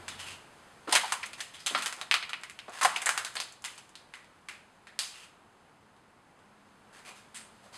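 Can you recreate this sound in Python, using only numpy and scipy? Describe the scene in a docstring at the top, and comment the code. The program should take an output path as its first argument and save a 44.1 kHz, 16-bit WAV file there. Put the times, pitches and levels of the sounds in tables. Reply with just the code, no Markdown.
"""Feet on fallen plaster and paint flakes, from a doorway into a bare concrete stairwell, at one microphone.
Over a quiet room tone with a low hum strong at first, stray flakes snap and the feet shuffle lightly.
Then three slow footsteps: each heel thuds, the sole rolls flat and grinds the grit, slabs knock, and flakes
snap, full-bodied under the weight and thin once it lifts. Later the walker only shifts on the spot.
Close walls answer grainy noise bursts at once; noise with a decaying envelope makes the stairwell ring on."""
import sys
import numpy as np
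from scipy import signal
from scipy.fft import rfft, irfft, next_fast_len
from scipy.io import wavfile
from scipy.ndimage import map_coordinates

SR = 44100
rng = np.random.default_rng(int(sys.argv[2]) if len(sys.argv) > 2 else 0)


def bounce(signal):
    """Save signal as a 16-bit WAV file at the path given by the first command-line argument."""
    frames = np.transpose(np.atleast_2d(signal))
    limited = np.clip(frames, -1, 1)
    pcm = np.round(limited * 32767).astype(np.int16)
    wavfile.write(sys.argv[1], SR, pcm)


N = 342657

LIFE = 36864  # samples in one contact sound, its tail included
AGE = np.arange(LIFE) / SR  # s since the contact
HZ = np.fft.rfftfreq(LIFE, 1 / SR)
BLOW = np.sqrt(0.02 * SR)  # gives a sound of energy 1 an rms of 1 over 20 ms

# footsteps: heel_down_s, roll_s (until the sole is flat), weight_stays_s, heel_level_db, heel_pitch_hz,
# sole_level_db, grind_level_db
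FOOTSTEPS = [(0.874, 0.052, 0.25, -38.5, 330, -54.5, -33), (1.711, 0.042, 0.21, -46.5, 282, -48.5, -37.5),
             (2.681, 0.15, 0.6, -45.5, 565, -51.5, -43.5)]


def amp(db):
    """Decibels to gain."""
    return 10 ** (np.asarray(db) / 20)


def unit(x):
    """Scale to rms 1."""
    return x / np.sqrt(np.mean(x ** 2) + 1e-20)


def packet(x):
    """Scale to energy 1."""
    return x / np.sqrt(np.sum(x ** 2) + 1e-20)


def fade(t, t60):
    """Exponential decay, down 60 dB after t60 seconds."""
    return np.exp(-np.log(1000) * t / t60)


def along(points, hz):
    """Interpolate (Hz, value) points on a log frequency axis."""
    point_hz, value = np.transpose(points)
    return np.interp(np.log(hz + 1), np.log(point_hz + 1), value)


def curves(rows):
    """One value per sample for each column after the time."""
    s, *columns = np.transpose(rows)
    return [np.interp(np.arange(N) / SR, s, column) for column in columns]


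def filtered(x, response):
    """Filter x by a response given as a function of frequency."""
    size = next_fast_len(len(x) + SR // 2)
    spectrum = rfft(x, size) * response(np.fft.rfftfreq(size, 1 / SR))
    return irfft(spectrum, size)[:len(x)]


def resonance(f, hz, width):
    """A causal resonance of height 1, width in Hz."""
    return 1j * f * width / (hz * hz - f * f + 1j * f * width)


def add(track, s, sound):
    """Mix a sound into the track at time s."""
    part = track[max(round(s * SR), 0):][:len(sound)]
    part += sound[:len(part)]


def wobble(rate):
    """A smooth random curve, rate knots a second."""
    knots = rng.standard_normal(int(N * rate / SR) + 4)
    return map_coordinates(knots, [np.arange(N) * rate / SR])


def room_tone(hum_hz=90.6, waver_db=3.0):
    """Air moving through the building and a faint hiss, as shaped noise, and two wavering hums."""
    # colour of the moving air: pitch_hz, level_db (per Hz)
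    air_colour = [(15, -23), (25, -7.5), (60, -5.5), (120, -0.5), (200, -0.5), (300, -2), (600, -2.5),
                  (950, 0), (1400, -4.5), (2000, -11), (3000, -16.5), (5000, -39.5), (16000, -94)]
    # colour of the hiss: pitch_hz, level_db (per Hz)
    hiss_colour = [(300, -17), (1500, 5), (2800, 0), (5000, -3.5), (9800, -7), (12000, -16), (14000, -27),
                   (16000, -50.5)]
    # levels over time: time_s, air_level_db, hiss_level_db
    air_levels = [(0, -51.5, -56.5), (0.45, -57.5, -61), (2.6, -60.5, -62), (4, -61, -67), (6.2, -62, -70),
                  (7.77, -59.5, -63)]
    # upper hum over time: time_s, level_db
    upper_levels = [(0, -76), (4.5, -78.5), (7.77, -66)]
    low_db, low_rest_db = -64, -84  # strong at first, then barely there
    low_ends_s, low_t60 = 0.32, 0.35

    def noise(response):
        return unit(filtered(rng.standard_normal(N), response))

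    t = np.arange(N) / SR
    air_db, hiss_db = curves(air_levels)
    upper_db, = curves(upper_levels)
    air = amp(air_db + 0.34 * wobble(9)) * noise(lambda f: amp(along(air_colour, f)))
    hiss = amp(hiss_db) * noise(lambda f: amp(along(hiss_colour, f)))

    strength = amp(low_db) * fade(np.maximum(t - low_ends_s, 0), low_t60) + amp(low_rest_db)
    tone = unit(np.sin(2 * np.pi * hum_hz * t + 0.5 * wobble(6.8)))
    low_hum = strength * amp(waver_db * wobble(13)) * tone
    # the upper hum is noise in a narrow band, so it wavers by itself
    upper_hum = amp(upper_db) * noise(lambda f: resonance(f, 212, 49) ** 2)
    return air + hiss + low_hum + upper_hum


def flake_colour(body_db, clack_db, fizz_db, ring_hz, ring_db=0, ring_width=0.24):
    """Causal response of debris: thick ones have body, thin ones fizz, each has one damped resonance."""
    # average colour of the debris: pitch_hz, level_db (per Hz)
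    debris = [(60, -40), (200, -28.5), (450, -12.5), (620, -7.5), (760, -6), (1100, -1), (1800, -2),
              (3200, -5), (5000, -7.5), (6500, -9.5), (8200, -10.5), (10300, -14.5), (13000, -30.5),
              (16000, -46.5)]
    tilt = [(700, body_db), (1500, clack_db), (3200, 0), (4400, 0.001), (6800, fizz_db)]  # Hz, dB
    # folding the cepstrum forward in time makes the response minimum-phase
    cepstrum = irfft(np.log(amp(along(debris, HZ) + along(tilt, HZ))))
    cepstrum[1:LIFE // 2] *= 2
    cepstrum[LIFE // 2 + 1:] = 0
    ring = 1 + amp(ring_db) * resonance(HZ, ring_hz, ring_width * ring_hz)
    return np.exp(rfft(cepstrum)) * ring


def grains(rate, spread_db):
    """Random tiny impulses, rate a second; a positive spread makes a few strong, a negative one a few weak."""
    size = amp(spread_db * np.minimum(rng.standard_exponential(LIFE), 4))
    return (rng.random(LIFE) < rate / SR) * size * rng.choice([-1, 1], LIFE)


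def close_walls(force, t60=0.11):
    """Every grain breaks at its own spot, so its reflections add in power to those of the others."""
    echo_power = fade(AGE, t60) ** 2 * (AGE > 0.002)
    power = np.abs(irfft(rfft(force ** 2) * rfft(echo_power)))
    return packet(grains(rate=7000, spread_db=3.0) * np.sqrt(power))


def stairwell_tail(force):
    """Diffuse sound builds up in the stairwell; its treble dies first."""
    # ring of the stairwell: pitch_hz, t60_s
    stairwell = [(200, 0.42), (1200, 0.47), (3000, 0.47), (6000, 0.41), (12000, 0.37)]
    hz, t, noise = signal.stft(rng.standard_normal(LIFE), SR, nperseg=256)
    drive = np.add.reduceat(force ** 2, np.arange(0, LIFE, 128))  # energy per noise frame
    decay = fade(t, along(stairwell, hz)[:, None]) * (1 - fade(t, 0.11))
    power = np.abs(signal.fftconvolve(decay ** 2, drive[None], axes=1)[:, :len(t)])
    return signal.istft(noise * np.sqrt(power), SR, nperseg=256)[1][:LIFE]


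def heard(force, colour, far_db, walls_db=-1, stairwell_db=-9):
    """A contact with the close walls' reflections, together of energy 1, then the stairwell's tail."""
    def tinted(x):
        return packet(irfft(rfft(x) * colour))

    near = tinted(packet(force) + amp(walls_db) * close_walls(force))
    return near + amp(stairwell_db + far_db) * tinted(stairwell_tail(force))


def weight_on(s):
    """Share of the walker's weight on the debris: it grows as the sole rolls flat, stays, and lifts."""
    lift_s = 0.13
    return sum(np.interp(s - heel_s, np.cumsum([0, roll_s, stay_s, lift_s]), [0, 1, 1, 0])
               for heel_s, roll_s, stay_s, *_ in FOOTSTEPS)


def snap(t60=0.0068):
    """One fracture through a flake: a click of nearly even spectrum, smeared over a few milliseconds."""
    phase = np.angle(rfft(rng.standard_normal(LIFE) * fade(AGE, t60)))
    return packet(irfft(np.exp(1j * phase)) * fade(AGE, 0.028))


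def chips(count=9):
    """Splinters fly off just after a snap, each with a brief ring at its own pitch."""
    low_hz, high_hz = 1000, 9980
    ring_t60, mean_delay_s = 0.016, 0.007
    track, t = np.zeros(LIFE), AGE[:SR // 20]
    for when, pitch, size in rng.random((count, 3)):
        hz = low_hz * (high_hz / low_hz) ** np.sqrt(pitch)
        ring = np.sin(2 * np.pi * hz * t) * fade(t, ring_t60)
        add(track, -mean_delay_s * np.log(1 - when), amp(-10 * size) * ring)
    return packet(track)


def fracture(share):
    """One snap; its crumbling share follows as a spray of grains, a few splinters and a second snap."""
    rise_t60, crumble_t60 = 0.004, 0.033
    chip_db, aftersnap_s, aftersnap_db = -3, 0.0073, -7.5
    share = np.clip(share, 0, 1)
    swell = (1 - fade(AGE, rise_t60)) * fade(AGE, crumble_t60)
    spray = packet(grains(rate=2500, spread_db=5.0) * swell)
    crumble = spray + amp(chip_db) * chips()
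    add(crumble, aftersnap_s, amp(aftersnap_db) * snap())
    return np.sqrt(1 - share) * snap() + np.sqrt(share) * packet(crumble)


def cracks():
    """Flakes snap; the more weight on a piece and the more it clacks, the fuller it sounds."""
    # flakes that snap: start_s, level_db, ring_pitch_hz, clack_db, fizz_db, crumbling_share (0-1)
    flakes = [(0.08, -38, 3530, 2.5, 4.5, 1), (0.9242, -21.5, 910, -8, 0.5, 1),
              (0.9524, -19.5, 3060, -3.5, 6, 0.65), (0.9598, -22.5, 1850, -3, -3.5, 0.47),
              (1.1221, -27, 1000, 2.5, 5, 0.4), (1.2296, -35.5, 2260, -3, -4.5, 1),
              (1.2583, -43.5, 2170, -1, 10.5, 0.6), (1.332, -44, 2600, -7, 1, 0.5),
              (1.4044, -35.5, 1870, -10.5, 3, 0.95), (1.6621, -29, 3140, -3.5, 7.5, 0.85),
              (1.669, -31.5, 3700, -2, 1, 0.6), (1.7487, -26, 1280, -0.5, -14.5, 0.46),
              (1.8223, -35, 1700, -8, 3, 0.6), (1.86, -30, 1560, -6.5, 3.5, 0.7),
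              (1.926, -40, 1740, -2, 5.5, 0), (2.0138, -36.5, 3800, 4, 2, 0.04),
              (2.1127, -22, 2450, -2, -6.5, 0.14), (2.1411, -24, 1290, -9.5, -6.5, 0.1),
              (2.2263, -37, 2380, -2, -10.5, 0.46), (2.2934, -40.5, 1300, -3.5, -1, 0.6),
              (2.3327, -34, 2580, -1.5, -10, 0.1), (2.435, -41.5, 2160, 0.5, 1, 0.05),
              (2.498, -46, 2250, -0.5, 5, 0.1), (2.59, -43.5, 2680, -4, -4.5, 0.23),
              (2.8123, -27, 1050, 8, 5, 0.78), (2.8297, -26, 1130, -2, 4, 1),
              (2.8485, -21, 1050, 6, 4.5, 0.7), (2.9601, -30, 2580, 0, 1.5, 1),
              (3.0175, -35.5, 1980, 1.5, 7.5, 0.9), (3.0589, -27.5, 7900, 0, 8.5, 0.7),
              (3.0682, -28.5, 1920, 8, -11, 0.1), (3.0916, -25, 1470, 2.5, 6.5, 0.07),
              (3.1768, -29, 1500, -1.5, 3, 0.27), (3.2482, -36, 3970, -4, 6.5, 0.15),
              (3.266, -43, 1570, 1, 4, 0.5), (3.354, -37.5, 1640, -1, 6, 0.85),
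              (3.368, -35, 4270, -3, -8, 0), (3.4015, -32.5, 4420, -5, 3, 0.36),
              (3.6416, -39.5, 960, -4, 3, 0.7), (3.649, -37, 2920, -1.5, 6.5, 0.5),
              (3.778, -48.5, 780, -3, 4, 0.9), (3.9543, -48.5, 4200, -5, 1, 0.1),
              (4.138, -45, 2070, 1.5, -3, 0.4), (4.1548, -59, 2070, -9, 11, 0.2),
              (4.245, -63.5, 2250, -11, 0, 0.2), (4.486, -40.5, 2340, 2, 1.5, 0.85),
              (4.87, -50.5, 1860, 1, -3, 0.6), (4.9907, -29, 4700, -7, 6, 0.23),
              (5.965, -71, 4010, -4, 1, 0.4), (6.39, -70.5, 2960, -3, 4.5, 0.5)]
    # how much of a snap reaches the stairwell: time_s, level_db
    stairwell_send = [(0.3, 6), (0.9, -1.5), (1.65, 2), (2.2, -2.5), (3.2, 3), (3.6, 2.5), (5, 5.5)]
    free_body_db, weight_body_db = -5.5, 6.5  # a loose flake; added when full weight presses it down
    body_db_per_octave, mid_hz = -0.5, 2000  # slightly less body per octave that the ring lies below mid_hz
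    body_per_clack = 0.5  # a piece that clacks has more body too (dB per dB)
    loose_ring_db, ring_width = 3.5, 0.25  # the flake's own resonance; width as a share of its pitch
    weight_damps_db, ring_per_fizz = 0.5, -0.2  # flakes that fizz less ring more (dB per dB)
    weight_muffles_db = 2  # a sole on the flake shields the stairwell from it

    track = np.zeros(N)
    for s, db, ring_hz, clack_db, fizz_db, share in flakes:
        weight = weight_on(s)
        octaves_below = np.log2(mid_hz / ring_hz)
        body_db = free_body_db + weight_body_db * weight
        body_db += body_db_per_octave * octaves_below + body_per_clack * clack_db
        ring_db = loose_ring_db - weight_damps_db * weight + ring_per_fizz * fizz_db
        colour = flake_colour(body_db, clack_db, fizz_db, ring_hz, ring_db, ring_width)
        far_db = np.interp(s, *np.transpose(stairwell_send)) - weight_muffles_db * weight
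        add(track, s, BLOW * amp(db) * heard(fracture(share), colour, far_db))
    return track


def shuffles():
    """A lightly sliding sole crushes a stream of fine grains that swells into an even hiss."""
    # light shuffles of the feet: start_s, length_s, level_db, body_db, ring_pitch_hz
    slides = [(0.185, 0.03, -40.5, -7, 3030), (0.255, 0.058, -43.5, -7, 2780),
              (1.376, 0.011, -42.5, 4, 1900), (1.535, 0.014, -43.5, -10, 3360),
              (1.591, 0.011, -45, -15, 5000), (1.971, 0.04, -50.5, 15.5, 1308),
              (2.724, 0.031, -46, 6, 1710), (5.118, 0.12, -52.5, -8, 2770),
              (6.924, 0.068, -54.5, 4.5, 1700), (7.048, 0.042, -47, 6.5, 2420),
              (7.154, 0.043, -56, -20, 1270), (7.344, 0.018, -40, -12, 8660), (7.63, 0.025, -56, 13, 530),
              (7.726, 0.06, -48, 4, 4580)]
    clack_db, fizz_db = -2, 3  # colour of loose grit
    track = np.zeros(N)
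    for s, length_s, db, body_db, ring_hz in slides:
        stroke = (1 - fade(AGE, 0.018)) * fade(np.maximum(AGE - length_s, 0), 0.24)
        colour = flake_colour(body_db, clack_db, fizz_db, ring_hz, ring_db=5, ring_width=0.13)
        slide = heard(grains(rate=2200, spread_db=3.0) * stroke, colour, far_db=1)
        add(track, s, amp(db) * np.sqrt(length_s * SR) * slide)
    return track


def thud(hz, t60, width=0.92):
    """A soft contact, dying in t60, shakes a broad, low resonance of whatever lies under the foot."""
    push = grains(rate=1400, spread_db=-6) * fade(AGE, t60)
    return BLOW * heard(push, resonance(HZ, hz, width * hz) ** 2, far_db=-4.5)


def steps():
    """The heel thuds and crushes grit, the sole slaps flat, and spiky grit grinds while the weight is on."""
    heel_t60 = 0.07
    crush_db, crush_t60, crush_hz = -0.5, 0.15, 1310  # grit under the heel; level over the thud
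    sole_t60, sole_hz = 0.33, 223
    grind_t60, grind_hz = 0.82, 1000  # the grit settles under the flat sole
    track = np.zeros(N)
    for s, roll_s, _, heel_db, heel_hz, sole_db, grind_db in FOOTSTEPS:
        add(track, s, amp(heel_db) * thud(heel_hz, heel_t60))

        crush = grains(rate=3600, spread_db=-0.5) * fade(AGE, crush_t60)
        colour = flake_colour(13, 6, -7, crush_hz)
        add(track, s, BLOW * amp(heel_db + crush_db) * heard(crush, colour, far_db=1.5))

        add(track, s + roll_s, amp(sole_db) * thud(sole_hz, sole_t60, width=0.6))

        press = weight_on(s + AGE) * fade(np.maximum(AGE - roll_s, 0), grind_t60)
        colour = flake_colour(-3.5, -1, 0, grind_hz, ring_db=-4.5, ring_width=0.13)
        grind = heard(grains(rate=1400, spread_db=7.0) * press, colour, far_db=0)
        add(track, s, amp(grind_db) * np.linalg.norm(press) * grind)
    return track


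def crumbs(span, level_db, count):
    """Single crumbs of plaster tick under the shifting weight, at random times within the span."""
    track = np.zeros(N)
    for when, size, ring in rng.random((count, 3)):
        colour = flake_colour(-3, -3.5, 12, ring_hz=3000 * 3 ** ring)
        tick = BLOW * amp(level_db - 10 * size) * heard(snap(), colour, far_db=-5.5)
        add(track, np.interp(when, [0, 1], span), tick)
    return track


def knocks():
    """Now and then a slab of plaster tips under the sole and knocks hollowly, a narrower low resonance."""
    # slabs that rock and knock on the floor: start_s, level_db, pitch_hz
    slabs = [(1.033, -35, 860), (2.851, -26.5, 770)]
    track = np.zeros(N)
    for s, db, hz in slabs:
        add(track, s, amp(db) * thud(hz, t60=0.043, width=0.3))
    return track


def scene():
    """Feet on the littered floor, which rings under every contact, and the room, at one microphone."""
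    # resonances of the floor: pitch_hz, width_hz, level_db
    floor_modes = [(730, 61, -5.5), (864, 19, -6), (1046, 40, -9.5), (1367, 21, -5), (1990, 79, -13.5),
                   (2447, 130, -14), (2950, 30.8, -8), (3230, 15, -17), (3846, 10, -12)]
    # span of the crumbs' ticks: first_s, last_s
    walking = (0.96, 3.95)

    def floor(f):
        return 1 + sum(amp(db) * resonance(f, hz, width) for hz, width, db in floor_modes)

    ticks = crumbs(walking, level_db=-54, count=22)
    feet = cracks() + shuffles() + steps() + ticks + knocks()
    return (filtered(feet, floor) + room_tone())[None]


def record(dry):
    """The microphone port cuts two notches, and nothing above the band limit is kept."""
    # notches of the microphone port: pitch_hz, width_hz, depth (0-1)
    notches = [(5680, 580, 0.73), (6910, 248, 0.66)]
    top_hz = 16200

    def port(f):
        cuts = [1 - np.clip(depth, 0, 1) * resonance(f, hz, width) for hz, width, depth in notches]
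        return np.prod(cuts, axis=0)

    return filtered(dry[0], lambda f: port(f) * (f < top_hz))[None]


dry = scene()
out = record(dry)
bounce(out)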